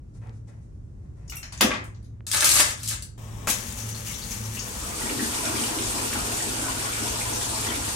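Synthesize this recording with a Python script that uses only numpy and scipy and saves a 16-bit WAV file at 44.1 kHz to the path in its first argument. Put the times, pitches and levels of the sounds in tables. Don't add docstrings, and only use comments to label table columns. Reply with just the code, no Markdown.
import sys
import numpy as np
from scipy import signal
from scipy.fft import rfft, irfft
from scipy.io import wavfile

SR = 44100
rng = np.random.default_rng(int(sys.argv[2]) if len(sys.argv) > 2 else 0)


def wav_out(sig):
    wavfile.write(sys.argv[1], SR, np.round(np.clip(np.atleast_2d(sig).T, -1, 1) * 32767).astype(np.int16))


N = 350595
TIME = np.arange(N) / SR
EDGE_HZ = 16100
DIRECT_S = 64 / SR

# frequency in Hz, level in dB per Hz.
RUMBLE_COLOUR = [(12, -44.5), (20, -18), (54, -1), (114, -4.5), (130, -6.5), (222, -19.5), (254, -19.5),
                 (307, -22), (446, -31), (496, -33.5), (703, -41.5), (1400, -49), (2600, -58), (4000, -63),
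                 (7000, -60), (12000, -69.5), (15600, -100), (22000, -120)]
# time in seconds, level in dB before the trim of each partial.
HUM_SWELL = [(0, -74), (.22, -38), (.58, -40.5), (.72, -56), (1.45, -54), (1.75, -41), (2.75, -43.5),
             (2.92, -32), (3.06, -58), (3.23, -37), (3.67, -46.5), (3.88, -30.5), (4.05, -40.5),
             (4.33, -41.5), (4.48, -29.5), (4.68, -50), (5.35, -64), (5.5, -42), (7.15, -40.5),
             (7.65, -37.5), (7.95, -44.5)]
# frequency in Hz, left over right in dB.
CENTRED = [(20, 0), (16000, 0)]
# frequency in Hz, left over right in dB.
AT_TUB = [(60, 2), (110, -5), (200, 6.5), (380, 2.5), (700, 2.5), (1290, 2.5), (2380, 0), (4400, 7),
          (8120, 4.5), (15000, -3.5)]
AT_TAP = [(60, -1.5), (110, 15), (200, 4), (380, 1.5), (700, 4.5), (1290, 3), (2380, 6), (4400, 13.5),
          (8120, 6.5), (15000, -5)]
AT_WINDOW = [(100, 24), (350, -1), (1100, 3), (2200, -0.5), (4000, 2.5), (5500, 6.5), (6700, 7),
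             (8000, 1.5), (9300, -7), (11500, 0)]
# frequency in Hz, correlation from -1 to 1.
LIKENESS = [(60, 0.95), (200, 0.83), (330, 0.45), (550, -0.24), (1100, -0.054), (1850, -0.59),
            (2600, -0.094), (4200, -0.011), (8000, 0.028), (10300, -0.46), (11000, 1), (11700, -0.049)]
# frequency in Hz, time to fall 60 dB in seconds.
ROOM_T60 = [(150, 0.51), (500, 0.42), (1500, 0.42), (4000, 0.28), (7000, 0.3), (12000, 0.18)]

# start in seconds, length in seconds, sleeve hiss in dB, hand scuff in dB.
RUBS = [(.135, 0.043, -70, -67), (.208, 0.08, -78, -54), (.32, .06, -74, -89), (.468, 0.034, -68, -57),
        (.51, 0.082, -83, -68), (.61, 0.038, -78, -87), (1.04, 0.026, -93, -69), (1.16, 0.25, -80, -64)]
# frequency in Hz, level in dB per Hz.
RUSTLE_COLOUR = [(1000, -22), (3500, -9), (5500, -2.5), (7500, -3), (9500, -6), (12000, -19), (16000, -38)]
SCUFF_COLOUR = [(200, -6.5), (500, 0), (750, -3.5), (1300, -8.5), (2200, -12), (3200, -24), (6000, -34.5),
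                (12000, -44.5)]
# start in seconds, peak in dB, dull above in Hz.
TICKS = [(.272, -44, 9000), (0.295, -40, 5970), (2.207, -37.5, 2440)]

# time in seconds, peak in dB, thin below in Hz, dull above in Hz.
CLINKS = [(1.278, -44, 4970, 9000), (1.297, -33.5, 6150, 16000), (1.321, -35, 697, 4400),
          (1.354, -34.5, 9000, 16000), (1.368, -33, 8050, 16000), (1.429, -33, 600, 8140),
          (1.523, -34, 602, 12000), (1.532, -45.5, 1000, 7940), (1.575, -36, 2000, 8970),
          (1.609, -12, 1510, 15900), (1.84, -45, 5870, 14900), (1.946, -54.5, 3000, 8100),
          (2.027, -59, 3040, 12100), (2.044, -56.5, 3000, 12000)]
# time in seconds, pitch in Hz, peak in dB, 60 dB decay in seconds.
PINGS = [(1.298, 5650, -35, 0.037), (1.298, 2888, -40, 0.09), (1.368, 2730, -36.5, 0.21),
         (1.368, 5720, -35, 0.037), (1.532, 6200, -41, 0.043), (1.607, 2690, -21.5, .09)]
# time in seconds, peak in dB, contact in milliseconds,
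# thin below in Hz, dull above in Hz, tub ring and cap clank in dB against the blow.
KNOCKS = [(1.609, -10.5, 4.2, 400, 11900, -6, -19), (1.618, -18, 5.7, 302, 2950, -11, -6),
          (1.628, -13, 3.5, 129, 450, -4.5, -24.5), (1.659, -26, 6.4, 450, 1100, -18, -14),
          (1.707, -25.5, 7.9, 754, 3000, -19, 3.5), (1.715, -22, 7.5, 910, 2280, -18, -6),
          (1.737, -27.5, 7.2, 900, 4000, -5, -6), (1.747, -27.5, 6.8, 900, 3000, -15, -8),
          (1.765, -39, 5, 700, 3470, -8, -6), (2.598, -22, 13, 400, 3000, -19, 4),
          (2.619, -40, 7.8, 200, 900, -22, -10), (2.668, -28.5, 6.8, 460, 2500, -27, -10)]
# frequency in Hz, level in dB per Hz.
CLINK_COLOUR = [(290, -38), (500, -11.5), (545, -21.5), (595, -13), (2500, -8), (2690, -10.5),
                (3540, -13.5), (5800, -11), (13400, -22.5), (16000, -24.5)]
KNOCK_COLOUR = [(88, -39), (150, -15), (235, -11), (361, -19), (730, -18), (1210, -18.5), (1420, -21),
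                (2400, -17.5), (3290, -20.5), (7180, -16.5), (10600, -21), (13700, -34), (16000, -54)]
# frequency in Hz, level in dB, 60 dB decay in seconds.
SHELL_MODES = [(216.5, 8, 0.25), (263, -1, 0.41), (307, -2.5, 0.37), (511, 1, 0.39), (594, -8.5, 0.4),
               (722, 0, 0.2)]
CAP_MODES = [(988, -1, 0.15), (1142, 2, 0.16), (1405, -19, .06), (1615, 5, .07), (2148, -4, 0.12),
             (2380, -4.5, .08), (2700, -6.5, .07), (3520, -2, .06)]
WALL_MODES = [(614, 2.5, 0.14), (876, 0, .1), (1279, -3, 0.093), (1388, -5, 0.16), (1748, 1, 0.049),
              (2320, -7, 0.03), (2624, 2.5, 0.042)]
HOLLOW_MODES = [(237, -4, 0.18), (266.5, -3.5, 0.8), (326.8, -2.5, 0.14), (399.7, -6.5, 0.23),
                (432, 0, 0.11), (492, -4.5, 0.45), (727, -12, .12), (894, -11, 0.12)]

# start in seconds, length in seconds, bead ticks in dB, drumming of the wall in dB (both before colour).
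RUNS = [(2.266, 0.067, -36.5, -57), (2.325, 0.081, -28.5, -32), (2.422, 0.02, -29, -27),
        (2.455, 0.021, -17.5, -29.5), (2.488, 0.028, -16, -56), (2.526, 0.066, -20, -31.5),
        (2.592, 0.0099, -14.5, -24), (2.63, 0.085, -31, -45), (2.77, 0.059, -42, -71),
        (2.825, 0.031, -35, -71), (2.878, 0.043, -34, -57), (2.91, 0.031, -38, -46)]
# time in seconds, slap in dB before its trim, thin below in Hz, peak of the wall's ring in dB.
SLAPS = [(2.267, -19, 2000, -43), (2.315, -8, 500, -40), (2.326, -14, 2500, -47), (2.335, -13, 3000, -44),
         (2.345, -8, 300, -41), (2.37, -10, 2500, -35), (2.407, -5, 2000, -42), (2.423, -9, 300, -17.5),
         (2.431, -16, 600, -32), (2.444, -1.5, 3000, -38), (2.451, -6.5, 500, -36), (2.457, -4, 2000, -33),
         (2.491, -3.5, 1000, -42), (2.561, -11, 600, -36), (2.59, -7.5, 300, -36), (2.594, -11, 800, -32),
         (2.602, -10, 505, -20), (2.832, -20, 4520, -43), (2.876, -14, 3520, -52), (2.884, -18, 3500, -55),
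         (2.887, -12.5, 3500, -57), (2.912, -23, 1000, -33), (2.929, -30, 1010, -38),
         (3.023, -21.5, 3230, -62)]
# frequency in Hz, level in dB.
FITTINGS = [(1693, -4), (2320, -5), (2620, -3), (3900, -4), (4694, -10), (5003, -18), (5240, -9),
            (5583, -2), (5794, -16), (6042, 0), (6623, 7), (8339, -10)]
# frequency in Hz, level in dB per Hz.
BEAD_COLOUR = [(150, -45), (250, -29), (303, 0.5), (436, -26), (586, -14), (788, -11), (1670, -7.5),
               (2400, -4), (3600, 0.5), (8550, 4.5), (12500, -4.5), (13900, -22), (14700, -3.5),
               (16000, -21)]
DRUM_COLOUR = [(300, -10), (580, -5.5), (800, -4.5), (1150, 1.5), (1700, 2), (2400, 1.5), (3300, -2.5),
               (6000, -34), (12000, -44)]

# frequency in Hz, level in dB per Hz.
DRIBBLE_COLOUR = [(150, 0), (300, -1), (690, -10), (1030, -5), (1430, -16), (1750, -15), (3600, -15.5),
                  (4300, -24), (6100, -14), (9000, -17.5), (10400, -28), (12000, -18), (13800, -40),
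                  (15500, -22)]
SPURT_COLOUR = [(100, -7), (230, 2), (380, -6), (700, -7), (1300, -1), (2300, -4), (4000, -13), (7000, -10),
                (11000, -35), (15000, -40)]
SPLATTER_COLOUR = [(110, -19), (180, -2), (234, -1), (267, -12.5), (496, -11.5), (709, -19), (839, -14),
                   (1390, -15.5), (4810, -17), (6260, -11), (10200, -17), (11800, -14.5), (13800, -27.5),
                   (16000, -18)]
# time in seconds, peak in dB, thin below in Hz, dull above in Hz.
DROPS = [(3.472, -23.5, 600, 11900), (4.593, -24, 4740, 6200), (5.1, -30.5, 1200, 4500),
         (5.211, -36, 3000, 5000), (5.455, -23, 1800, 9000), (5.787, -27.5, 1820, 4500),
         (6.129, -27, 1910, 3200), (6.856, -30, 1000, 5000)]
# time in seconds, extra level in dB.
SPUTTERS = [(3.82, 1.5), (4.09, 4.6), (4.315, 7.7)]
# start in seconds, pitch in Hz, peak in dB.
PLINKS = [(3.8, 6060, -31), (3.91, 6300, -34), (3.945, 4330, -35), (4.068, 2770, -34.5), (4.08, 6070, -33),
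          (4.096, 2187, -38), (4.13, 3670, -35), (4.144, 6100, -31), (4.217, 4350, -32.5),
          (4.306, 6000, -28), (4.438, 5770, -33), (4.568, 2750, -31), (4.831, 1310, -34),
          (5.191, 1750, -25.5), (5.33, 953, -32.5), (5.578, 3050, -31), (5.66, 4700, -32),
          (6.639, 1420, -30), (7.204, 2340, -29.5), (7.33, 6360, -27), (7.412, 3620, -32),
          (7.491, 4100, -31), (7.683, 3220, -27)]
# frequency in Hz, level in dB per Hz.
SPRAY_COLOUR = [(290, -38), (500, 5), (604, -13.5), (708, -4.5), (1080, -1), (1950, -9.5), (2770, -3),
                (4400, -1), (8960, 3.5), (10400, -2.5), (12000, 1), (13800, -61), (14900, -2), (16000, -33)]
BURBLE_COLOUR = [(300, -16.5), (480, -1), (600, -5), (730, -2), (1100, -1), (1300, -0.5), (1650, -4.5),
                 (2000, -7), (3000, -5), (6000, -37)]
GURGLE_COLOUR = [(110, -38.5), (180, -10), (232, 3.5), (320, 2.5), (410, -0.5), (550, -23), (900, -33)]
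# time in seconds, extra gurgle in dB, extra burble in dB.
GULPS = [(5.06, 4.5, 1), (5.2, 11, -1.5), (5.47, 7, 5.5), (5.58, 7.5, -1.5), (5.78, 7, 1.5), (5.98, 5, 2.5),
         (6.14, 5, 3), (6.3, 5, 1), (6.5, 6.5, 0.5), (6.65, 5, 3.5), (6.87, -3, 2.5), (7.05, 4, 2.5),
         (7.69, 5, 3)]

DRIBBLE_S, OPEN_S = 3.176, 3.473
POOL_S, COVERED_S, POOLED_S = 4.43, 4.84, 5.11


def amp(db):
    return 10 ** (np.asarray(db) / 20)


def unit(x):
    return x / np.sqrt(np.mean(x ** 2) + 1e-20)


def read(points, hz):
    f, value = np.transpose(points)
    return np.interp(np.log(hz + 1), np.log(f + 1), value)


def level(rows):
    return amp(np.interp(TIME, *np.transpose(rows)))


def add(mix, s, sound):
    start = max(round(s * SR), 0)
    part = mix[..., start:][..., :sound.shape[-1]]
    part += sound[..., :part.shape[-1]]


def wander(per_s, count=24):
    t = np.arange(0, N / SR + .01, .004)
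    rates = per_s * rng.uniform(.1, 1, count)
    drift = sum(np.sin(2 * np.pi * (hz * t + rng.random())) for hz in rates)
    return np.interp(TIME, t, unit(drift))


def surges(per_s, spread_db):
    return unit(amp(spread_db * wander(per_s)))


def held(s, length, attack_s, release_s):
    rise = np.clip((TIME - s) / attack_s, 0, 1)
    return rise * np.exp(-np.clip((TIME - s - length) / release_s, 0, 20))


def strokes(rows, attack_s, release_s):
    return sum(amp(dbs)[:, None] * held(s, length, attack_s, release_s) for s, length, *dbs in rows)


def swells(rows, width_s):
    return amp(sum(np.outer(dbs, np.exp(-((TIME - s) / width_s) ** 2)) for s, *dbs in rows))


def ports(z, hz, balance):
    same = np.clip(read(LIKENESS, hz), -.99, .99)
    lean = amp(read(balance, hz) / 2)
    mid = np.sqrt(1 + same) * z[0]
    side = np.sqrt(1 - same) * z[1]
    return np.array([(mid + side) * lean, (mid - side) / lean]) / np.sqrt(lean ** 2 + lean ** -2 + 2 * same)


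def bathroom(colour, balance, direct_db, size=32768):
    noise = rng.standard_normal((2, size // 4 * 3))
    hz, t, z = signal.stft(noise, SR, nperseg=256)
    t60 = read(ROOM_T60, hz)[:, None]
    fading = z * np.exp(-np.log(1000) * t / t60) / np.sqrt(t60)
    echoes = signal.istft(fading, SR, nperseg=256)[1]
    echoes /= np.linalg.norm(echoes[0])
    echoes[:, 64] += amp(direct_db) * np.array([1, 0])
    echoes[:, :64] = 0
    colour_db = np.maximum(read(colour, abs(np.fft.fftfreq(size, 1 / SR))), -70)
    causal = np.exp(np.conj(signal.hilbert(np.log(amp(colour_db)))))[:size // 2 + 1]
    spectra = ports(rfft(echoes, size) * causal, np.fft.rfftfreq(size, 1 / SR), balance)
    response = irfft(spectra)[:, :echoes.shape[1]]
    return response / np.linalg.norm(response.mean(0))


def sounded(drive, response):
    return signal.fftconvolve(drive[None], response, axes=1)[:, :N]


def peaked(sound, db, size=600):
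    return sound * amp(db) / (3 * np.sqrt(np.mean(sound.mean(0)[:size] ** 2)))


def impacts(per_s, spread_db):
    size = amp(spread_db * np.minimum(rng.exponential(1, N), 5))
    return unit(size * rng.choice([-1, 1], N) * (rng.random(N) < per_s / SR))


def contact(ms, size=8192):
    burst = rng.standard_normal(size) * np.exp(-np.arange(size) / SR / (ms / 1000))
    return burst / np.linalg.norm(burst)


def band(x, thin_hz, dull_hz):
    edges = [thin_hz, min(dull_hz, SR / 2.2)]
    return signal.lfilter(*signal.butter(2, edges, "bandpass", fs=SR), x)


def ring(hz, t60, glide=0, size=8192):
    t = np.arange(size) / SR
    phase = 2 * np.pi * hz * t * (1 + glide * np.minimum(t / t60, 1))
    wave = np.sin(phase) * np.exp(-np.log(1000) * t / t60)
    return wave / np.linalg.norm(wave)


def struck(modes, size=16384):
    wave = sum(amp(db) * ring(hz, t60, size=size) for hz, db, t60 in modes)
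    return wave / np.linalg.norm(wave)


def resounding(drive, modes, ring_db):
    ringing = signal.oaconvolve(drive, struck(modes))[:len(drive)]
    return unit(unit(drive) + amp(ring_db) * unit(ringing))


def grains(low_hz, high_hz, per_s, cycles, spread_db, glide=0, clump_db=0, count=16):
    cloud = np.zeros(N)
    for hz in np.geomspace(low_hz, high_hz, count):
        at = rng.integers(0, N, int(per_s * N / SR / count) + 1)
        size = amp(spread_db * np.minimum(rng.exponential(1, len(at)), 4)) * rng.choice([-1, 1], len(at))
        births = np.bincount(at, size, N) * surges(12, clump_db)
        cloud += np.sqrt(hz) * signal.oaconvolve(births, ring(hz, cycles / hz, glide, size=4096))[:N]
    return unit(cloud)


def engines():
    hz = np.fft.rfftfreq(N, 1 / SR)
    spectra = rfft(rng.standard_normal((2, N))) * amp(read(RUMBLE_COLOUR, hz))
    noise = irfft(ports(spectra, hz, CENTRED), N)
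    growth = amp(0.44 * TIME)
    rumble = amp(-40.5) * unit(noise * growth * surges(per_s=3.6, spread_db=0.8))
    pitch_hz = 110.4 + 0.84 * wander(per_s=2.8)
    turn = 2 * np.pi * np.cumsum(pitch_hz) / SR
    hum = amp(-2.5) * np.sin(turn) + amp(-20) * np.sin(2 * turn)
    return rumble + level(HUM_SWELL) * np.sqrt(2) * hum


def handling():
    hiss, scuff = strokes(RUBS, attack_s=0.013, release_s=0.015)
    first_clink_s = CLINKS[0][0]
    hiss = hiss + amp(-82) * (TIME < first_clink_s)
    sleeve = hiss * sounded(impacts(3000, 2.4), bathroom(RUSTLE_COLOUR, AT_TUB, direct_db=-7.0))
    hand = sounded(scuff * impacts(2500, 1.6), bathroom(SCUFF_COLOUR, AT_TUB, direct_db=-0.5))
    return sleeve + hand


def dry_ticks():
    out = np.zeros((2, N))
    for s, db, dull_hz in TICKS:
        click = signal.lfilter(*signal.butter(4, dull_hz, fs=SR), signal.unit_impulse(256))
        add(out, s, amp(db) * click / click.max())
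    return out


def plug():
    out = np.zeros((2, N))
    metal = bathroom(CLINK_COLOUR, AT_TUB, direct_db=-13)
    for s, db, thin_hz, dull_hz in CLINKS:
        clink = band(contact(ms=1.0), thin_hz, dull_hz)
        add(out, s - DIRECT_S, peaked(sounded(clink, metal), db))
    close = bathroom(CLINK_COLOUR, AT_TUB, direct_db=10)
    for s, hz, db, t60 in PINGS:
        add(out, s - DIRECT_S, peaked(sounded(ring(hz, t60), close), db))
    t = np.arange(SR // 2) / SR
    shell = sum(amp(db) * np.sin(2 * np.pi * hz * t) * np.exp(-np.log(1000) * t / t60)
                for hz, db, t60 in SHELL_MODES)
    shell *= 1 - np.exp(-t / 0.0079)
    clank = sounded(struck(CAP_MODES), bathroom(KNOCK_COLOUR, AT_TUB, direct_db=13.0))
    for s, db, ms, thin_hz, dull_hz, ring_db, clank_db in KNOCKS:
        blow = band(contact(ms), thin_hz, dull_hz)
        blow = sounded(blow, bathroom(KNOCK_COLOUR, AT_TUB, direct_db=-2.5))
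        add(out, s - DIRECT_S, peaked(blow, db))
        add(out, s - DIRECT_S, peaked(clank, db + clank_db))
        add(out, s, amp(db + ring_db - 11.5) * shell)
    return out


def tripping():
    rate_per_s = 95 * np.exp(0.32 * wander(per_s=30))
    beads = np.floor(np.cumsum(rate_per_s) / SR)
    ticks = np.diff(beads, prepend=0) * amp(2.6 * rng.standard_normal(N))
    decay = np.exp(-1 / (0.0012 * SR))
    return unit(signal.lfilter([1], [1, -decay], ticks) * rng.standard_normal(N))


def chain(count=2):
    spots = [bathroom(BEAD_COLOUR, AT_TUB, direct_db=-2.0) for _ in range(count)]
    fittings = sum(amp(db) * ring(hz, t60=0.22) for hz, db in FITTINGS)
    ticking, drumming = strokes(RUNS, attack_s=0.0034, release_s=0.0062)
    grit = resounding(impacts(700, 2.6), WALL_MODES, ring_db=-13)
    out = sounded(drumming * grit, bathroom(DRUM_COLOUR, AT_TUB, direct_db=-2.0))
    trips = ticking * amp(-5) * tripping()
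    out += sounded(trips, bathroom(BEAD_COLOUR, AT_TUB, direct_db=-9.0))
    for spot in spots:
        beads = grains(1000, 11000, per_s=600, cycles=20, spread_db=3.2, clump_db=3.5, count=20)
        ticks = unit(impacts(450, 3.2) + amp(1) * beads)
        ringing = unit(signal.oaconvolve(ticks, fittings)[:N])
        ticks = ticking * unit(ticks + amp(-15.0) * ringing)
        out += amp(-8.5) * sounded(ticks, spot)
    wall = sounded(struck(WALL_MODES), bathroom(DRUM_COLOUR, AT_TUB, direct_db=4))
    for s, db, thin_hz, wall_db in SLAPS:
        near = bathroom(BEAD_COLOUR, AT_TUB, direct_db=-2.0)
        slap = band(contact(ms=2.8), thin_hz, EDGE_HZ)
        add(out, s - DIRECT_S, peaked(sounded(slap, near), db - 8.0))
        add(out, s - DIRECT_S, peaked(wall, wall_db))
    return out


def opening():
    swell = amp(-49 + 16 * (np.minimum(TIME, OPEN_S) - DRIBBLE_S))
    stream = swell * held(DRIBBLE_S, OPEN_S - DRIBBLE_S, attack_s=0.0031, release_s=0.051)
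    out = stream * sounded(impacts(2800, 2.6), bathroom(DRIBBLE_COLOUR, AT_TAP, direct_db=-4))
    slug = resounding(contact(ms=16), WALL_MODES, ring_db=-15)
    slug = sounded(slug, bathroom(SPURT_COLOUR, AT_TUB, direct_db=6))
    add(out, OPEN_S - DIRECT_S, peaked(slug, -16))
    add(out, OPEN_S + 0.0065, amp(-44.5) * unit(struck(SHELL_MODES)))
    return out


def drops():
    out = np.zeros((2, N))
    for s, db, thin_hz, dull_hz in DROPS:
        balance = AT_TAP if s < COVERED_S else AT_WINDOW
        spot = bathroom(SPLATTER_COLOUR, balance, direct_db=-0.5)
        drop = band(contact(ms=1.9), thin_hz, dull_hz)
        add(out, s - DIRECT_S, peaked(sounded(drop, spot), db))
    return out


def burst(hz, count=7, length_s=0.024, scatter=0.089):
    out = np.zeros(SR // 4)
    for k, (late, pitch) in enumerate(rng.uniform(-0.99, 1, (count, 2))):
        own_hz = hz * (1 + scatter * pitch)
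        bubble = ring(own_hz, t60=45 / own_hz, glide=0.015)
        add(out, length_s * (k + late / 2) / count, amp(-5 * k / count) * bubble)
    return out / np.linalg.norm(out)


def splatter(count=3):
    out = np.zeros((2, N))
    gush_db = 29 * np.exp(-np.maximum(TIME - OPEN_S, 0) / 0.048)
    flow = amp(-44) * held(OPEN_S, COVERED_S - OPEN_S, attack_s=0.025, release_s=0.2)
    sputter = swells(SPUTTERS, width_s=0.035)[0] * surges(per_s=25, spread_db=1.7)
    for _ in range(count):
        bubbles = grains(1720, 8600, per_s=160, cycles=22, spread_db=4, glide=.07, clump_db=3, count=9)
        spatter = band(sputter * (impacts(500, 3.0) + amp(-14.0) * bubbles), 1550, EDGE_HZ)
        core = amp(1.5 + 0.32 * gush_db) * band(impacts(2500, 3.9), 90, 1230)
        drive = flow * (amp(gush_db) * spatter + core)
        out += sounded(drive, bathroom(SPLATTER_COLOUR, AT_TAP, direct_db=-3.0))
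    spot = bathroom(SPLATTER_COLOUR, AT_TAP, direct_db=2.0)
    for s, hz, db in PLINKS:
        add(out, s, peaked(sounded(burst(hz), spot), db))
    return out


def pooling(full_db, shallow_db, db_per_s):
    depth = np.clip((TIME - POOL_S) / (POOLED_S - POOL_S), 0, 1)
    drift_db = db_per_s * np.maximum(TIME - POOLED_S, 0)
    return np.minimum(depth / 0.35, 1) * amp(full_db - shallow_db * (1 - depth) + drift_db)


def filling(count=5, size=3):
    churn = surges(per_s=14, spread_db=.65) * surges(per_s=90, spread_db=.8)
    deep_gulp, light_gulp = swells(GULPS, width_s=0.062)
    spray, burble, gurgle = np.zeros((3, 2, N))
    fizz = grains(1500, 9000, per_s=130, cycles=22, spread_db=3.8, glide=.08, clump_db=1.8, count=24)
    for k in range(count):
        drive = impacts(600, 3.3) + amp(-7.0) * np.roll(fizz, k * N // count)
        spray += sounded(churn * drive, bathroom(SPRAY_COLOUR, AT_WINDOW, direct_db=-9))
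    small = grains(950, 3200, per_s=80, cycles=26, spread_db=3.2, glide=.12, clump_db=2, count=22)
    middling = grains(420, 950, per_s=70, cycles=20, spread_db=2.4, glide=.14, clump_db=1)
    big = grains(195, 480, per_s=90, cycles=11, spread_db=1.8, glide=.1, clump_db=.6)
    light = resounding(small + amp(-2.5) * middling, HOLLOW_MODES, ring_db=-10)
    deep = resounding(big, HOLLOW_MODES, ring_db=0.5)
    deep_gulp = deep_gulp * surges(per_s=22, spread_db=2)
    for k in range(size):
        shift = k * N // size
        light_room = bathroom(BURBLE_COLOUR, AT_WINDOW, direct_db=-6.5)
        burble += sounded(light_gulp * np.roll(light, shift), light_room)
        deep_room = bathroom(GURGLE_COLOUR, AT_WINDOW, direct_db=2.5)
        gurgle += sounded(deep_gulp * np.roll(deep, shift), deep_room)
    spray *= pooling(full_db=-32.5, shallow_db=18.4, db_per_s=-0.1) / spray.mean(0).std()
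    burble *= pooling(full_db=-39, shallow_db=14.7, db_per_s=-0.046) / burble.mean(0).std()
    gurgle *= pooling(full_db=-39.5, shallow_db=17, db_per_s=-0.7) / gurgle.mean(0).std()
    return spray + burble + gurgle


def scene():
    before_water = engines() + handling() + dry_ticks() + plug() + chain()
    return before_water + opening() + drops() + splatter() + filling()


def record(dry):
    ceiling = .93
    rounded = dry / (1 + (dry / ceiling) ** 6) ** (1 / 6)
    lowpass = signal.firwin(511, EDGE_HZ, window=("kaiser", 9), fs=SR)
    return signal.oaconvolve(rounded, lowpass[None], "same")


dry = scene()
out = record(dry)
wav_out(out)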